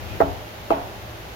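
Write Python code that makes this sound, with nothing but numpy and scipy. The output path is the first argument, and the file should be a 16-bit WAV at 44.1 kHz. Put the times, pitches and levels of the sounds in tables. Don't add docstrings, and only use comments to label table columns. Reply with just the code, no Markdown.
import sys
import numpy as np
from scipy import signal
from scipy.fft import rfft, irfft
from scipy.io import wavfile

SR = 44100
rng = np.random.default_rng(int(sys.argv[2]) if len(sys.argv) > 2 else 0)


def to_wav(s):
    ch = np.atleast_2d(s).T
    pcm = np.round(np.clip(ch, -1, 1) * 32767)
    wavfile.write(sys.argv[1], SR, pcm.astype(np.int16))


N = 59535
T = np.arange(N) / SR

# frequency in Hz, relative density in dB.
AIR_LEFT = [(25, -10.5), (60, 3), (110, -4.5), (150, -7), (280, -8.5), (420, -10.5), (700, -11),
            (1600, -13.5), (3300, -18), (4800, -23.5), (6900, -26), (7800, -37), (9200, -34),
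            (10500, -36.5), (15500, -34.5)]
AIR_RIGHT = [(25, -37), (60, 2), (100, -6), (150, -9.5), (280, -10.5), (420, -10), (620, -5.5), (880, -8.5),
             (1100, -13), (3300, -17.5), (4800, -24), (6900, -29), (7900, -37.5), (9200, -29.5),
             (10200, -33), (13000, -23), (15500, -29.5)]
# frequency in Hz, left-right correlation.
CORRELATION = [(40, 0.79), (120, 0.87), (280, 0.97), (550, 0.46), (1000, -0.2), (2500, 0.039),
               (15000, -0.097)]
# frequency in Hz, nominal rms level in dB.
HUM_TONES = [(111.5, -47), (333, -54.5), (392, -56.5), (499, -56), (608, -57), (824, -57.5)]
# time in seconds, gain in dB.
BACKGROUND_GAIN = [(0, 1), (0.15, 1), (0.5, -0.5), (1.35, -0.57)]
# frequency in Hz, relative density in dB.
BUFFET_SPECTRUM = [(20, -34), (45, -17), (75, 3.5), (130, -9.5), (250, -20.5), (1000, -70), (4000, -80)]
# time in seconds, level in dB.
GUSTS = [(0, -35), (0.09, -37), (0.13, -27), (0.2, -36), (0.3, -30), (0.42, -41), (0.55, -50), (0.78, -48),
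         (0.825, -36), (0.93, -46), (1.35, -56)]
# start in seconds, force in dB, contact low-pass in Hz, slap in dB,
# crack pitch in Hz, crack in dB, send into the shop in dB, smack pitch in Hz.
BLOWS = [(0.2024, 0.75, 650, -16.5, 1725, -25, -1, 1310), (0.704, -7.5, 1780, -16.5, 2530, -30.5, 2, 950)]
# frequency in Hz, gain in dB, width in Hz.
BOOT_MODES = [(284, 31, 50), (443, 41.7, 399), (660, 54.2, 95), (979, 27.3, 149), (1201, 23.2, 100)]
# delay in seconds, gain in dB, left over right in dB,
# left lead in seconds, centre and width of the band passed in Hz.
PATHS = [(0.00109, 1.3, 1.7, 0.00023, 584, 150), (0.00185, 3, 8.9, -0.00004, 1176, 493),
         (0.00208, 0.2, 0.5, 0, 637, 397), (0.00405, 1.4, -1.7, 0.00038, 1251, 220),
         (0.01057, -14.2, -1.8, 0.00075, 725, 2620), (0.01097, -9.3, -7.5, -0.00032, 817, 150),
         (0.01722, -10, -19, -0.00033, 840, 150)]
# frequency in Hz, relative density in dB.
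SLAP_SPECTRUM = [(100, -8), (210, 0.5), (330, 12.5), (500, -7), (850, -10.5), (1100, -9), (1400, -4),
                 (1650, -15.5), (2100, -21.5), (3000, -27), (5000, -29), (8000, -37), (14000, -30.5)]
# delay in seconds, gain in dB, left over right in dB.
SLAP_ECHOES = [(0.0095, -4.5, 4), (0.0186, -9.5, -7.5)]
# frequency in Hz, relative density in dB.
SHOP_SPECTRUM = [(100, -12), (200, -5.5), (280, -9), (480, -10.5), (680, -1), (950, -3.5), (1250, -12.5),
                 (1800, -14.5), (2600, -14.5), (4000, -15), (10000, -43)]
# frequency in Hz (half the band's upper edge), T60 in seconds.
SHOP_DECAY = [(150, 0.19), (600, 0.66), (1500, 0.5), (6000, 0.18)]
# frequency in Hz, gain in dB, T60 in seconds.
SHOP_MODES = [(278.2, -20.5, 0.31), (423.4, -32, 0.78), (616, -33, 0.8), (654, -18, 0.25), (780, -54, 0.15),
              (941, -28, 0.35)]


def from_db(db):
    return 10 ** (np.asarray(db) / 20)


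def unit_rms(x):
    return x / np.sqrt(np.mean(x ** 2) + 1e-20)


def at_hz(points, hz):
    f, value = np.transpose(points)
    return np.interp(np.log(np.maximum(hz, 1)), np.log(f), value)


def panned(db):
    return from_db(np.array([[db], [-db]]) / 2)


def delayed(x, s):
    return np.interp(T - s, T, x, left=0)


def resonance(x, hz, width_hz):
    return signal.lfilter(*signal.iirpeak(hz, hz / width_hz, fs=SR), x + 1e-18)


def noise(*spectra):
    hz = np.arange(N // 2 + 1) * SR / N
    mid, side = rfft(rng.standard_normal((2, N)))
    alike = at_hz(CORRELATION, hz)
    pair = np.sqrt(1 + alike) * mid + np.sqrt(1 - alike) * side * [[1], [-1]]
    colour = from_db([at_hz(spectrum, hz) for spectrum in spectra])
    return unit_rms(irfft(pair * colour, N))


def ringing_noise(hz, width_hz):
    band = resonance(rng.standard_normal((2, N)), hz, width_hz)
    return unit_rms(resonance(band, hz, width_hz))


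def drift(per_s):
    return np.interp(T * per_s, np.arange(64), rng.standard_normal(64))


def background(air_db=-37, wander_hz=2.56, waver_db=4.5):
    air = noise(AIR_LEFT, AIR_RIGHT) * from_db(air_db)
    hum = 0
    for hz, db in HUM_TONES:
        turns = np.cumsum(hz + wander_hz * drift(10.16)) / SR + rng.random()
        hum += np.sqrt(2) * np.sin(2 * np.pi * turns) * from_db(db + waver_db * drift(10.11))
    return (air + hum) * from_db(np.interp(T, *np.transpose(BACKGROUND_GAIN)))


def breeze():
    gusts = from_db(np.interp(T, *np.transpose(GUSTS)))
    return noise(BUFFET_SPECTRUM) * gusts * [[1], [0]]


def rustle(peak_s=0.13, spread_s=0.057, db=-45.5):
    cloth = unit_rms(resonance(rng.standard_normal((2, N)), hz=2480, width_hz=250))
    return cloth * from_db(db) * np.exp(-((T - peak_s) / spread_s) ** 2)


def contact(start, db, soft_hz):
    rate = 2 * np.pi * soft_hz
    age = np.maximum(T - start, 0)
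    return from_db(db) * rate ** 2 / SR * age * np.exp(-rate * age)


def slap(attack_s=0.00059, burst_t60=0.055, crack_t60=0.046, smack_t60=0.083, smack_db=-21):
    out = 0
    for start, _, _, slap_db, crack_hz, crack_db, _, smack_hz in BLOWS:
        age = np.maximum(T - start, 0)
        crack = ringing_noise(crack_hz, width_hz=350) * from_db(crack_db - 60 * age / crack_t60)
        smack = ringing_noise(smack_hz, width_hz=250) * from_db(smack_db - 60 * age / smack_t60)
        burst = noise(SLAP_SPECTRUM) * from_db(slap_db - 60 * age / burst_t60)
        out += (burst + smack + crack) * (1 - np.exp(-age / attack_s))
    return out * panned(db=3)


def thud(force):
    boot = out = 0
    for polarity, (hz, db, width_hz) in zip((-1, 1, -1, 1, 1), BOOT_MODES):
        boot += polarity * from_db(db) * resonance(force, hz, width_hz)
    for delay, db, pan_db, lead, hz, width_hz in PATHS:
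        arrival = from_db(db) * resonance(boot, hz, width_hz)
        out += panned(pan_db) * [delayed(arrival, delay - lead / 2), delayed(arrival, delay + lead / 2)]
    return out


def with_echoes(direct):
    echoes = 0
    for delay, db, pan_db in SLAP_ECHOES:
        echoes += from_db(db) * panned(pan_db) * [delayed(side, delay) for side in direct]
    return direct + echoes


def shop(force, diffuse_db=-15.5, build_s=0.0046, delay_s=0.019):
    rest, response = noise(SHOP_SPECTRUM), 0
    for hz, t60 in SHOP_DECAY:
        band = signal.sosfiltfilt(signal.butter(2, 2 * hz, fs=SR, output="sos"), rest)
        rest = rest - band
        response += band * from_db(diffuse_db - 60 * T / t60)
    for hz, db, t60 in SHOP_MODES:
        response += np.sin(2 * np.pi * (hz * T + rng.random())) * from_db(db - 60 * T / t60)
    response *= 1 - np.exp(-(T / build_s) ** 2)
    return signal.fftconvolve(response, delayed(force, delay_s)[None], axes=1)[:, :N]


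def scene():
    force = into_shop = 0
    for start, db, soft_hz, _, _, _, send_db, _ in BLOWS:
        force += contact(start, db, soft_hz)
        into_shop += contact(start, db + send_db, soft_hz)
    return background() + breeze() + rustle() + with_echoes(slap()) + thud(force) + shop(into_shop)


def record(dry):
    rounded = dry / (1 + dry ** 8) ** (1 / 8)
    return signal.sosfilt(signal.ellip(12, .1, 90, 15800, fs=SR, output="sos"), rounded)


dry = scene()
out = record(dry)
to_wav(out)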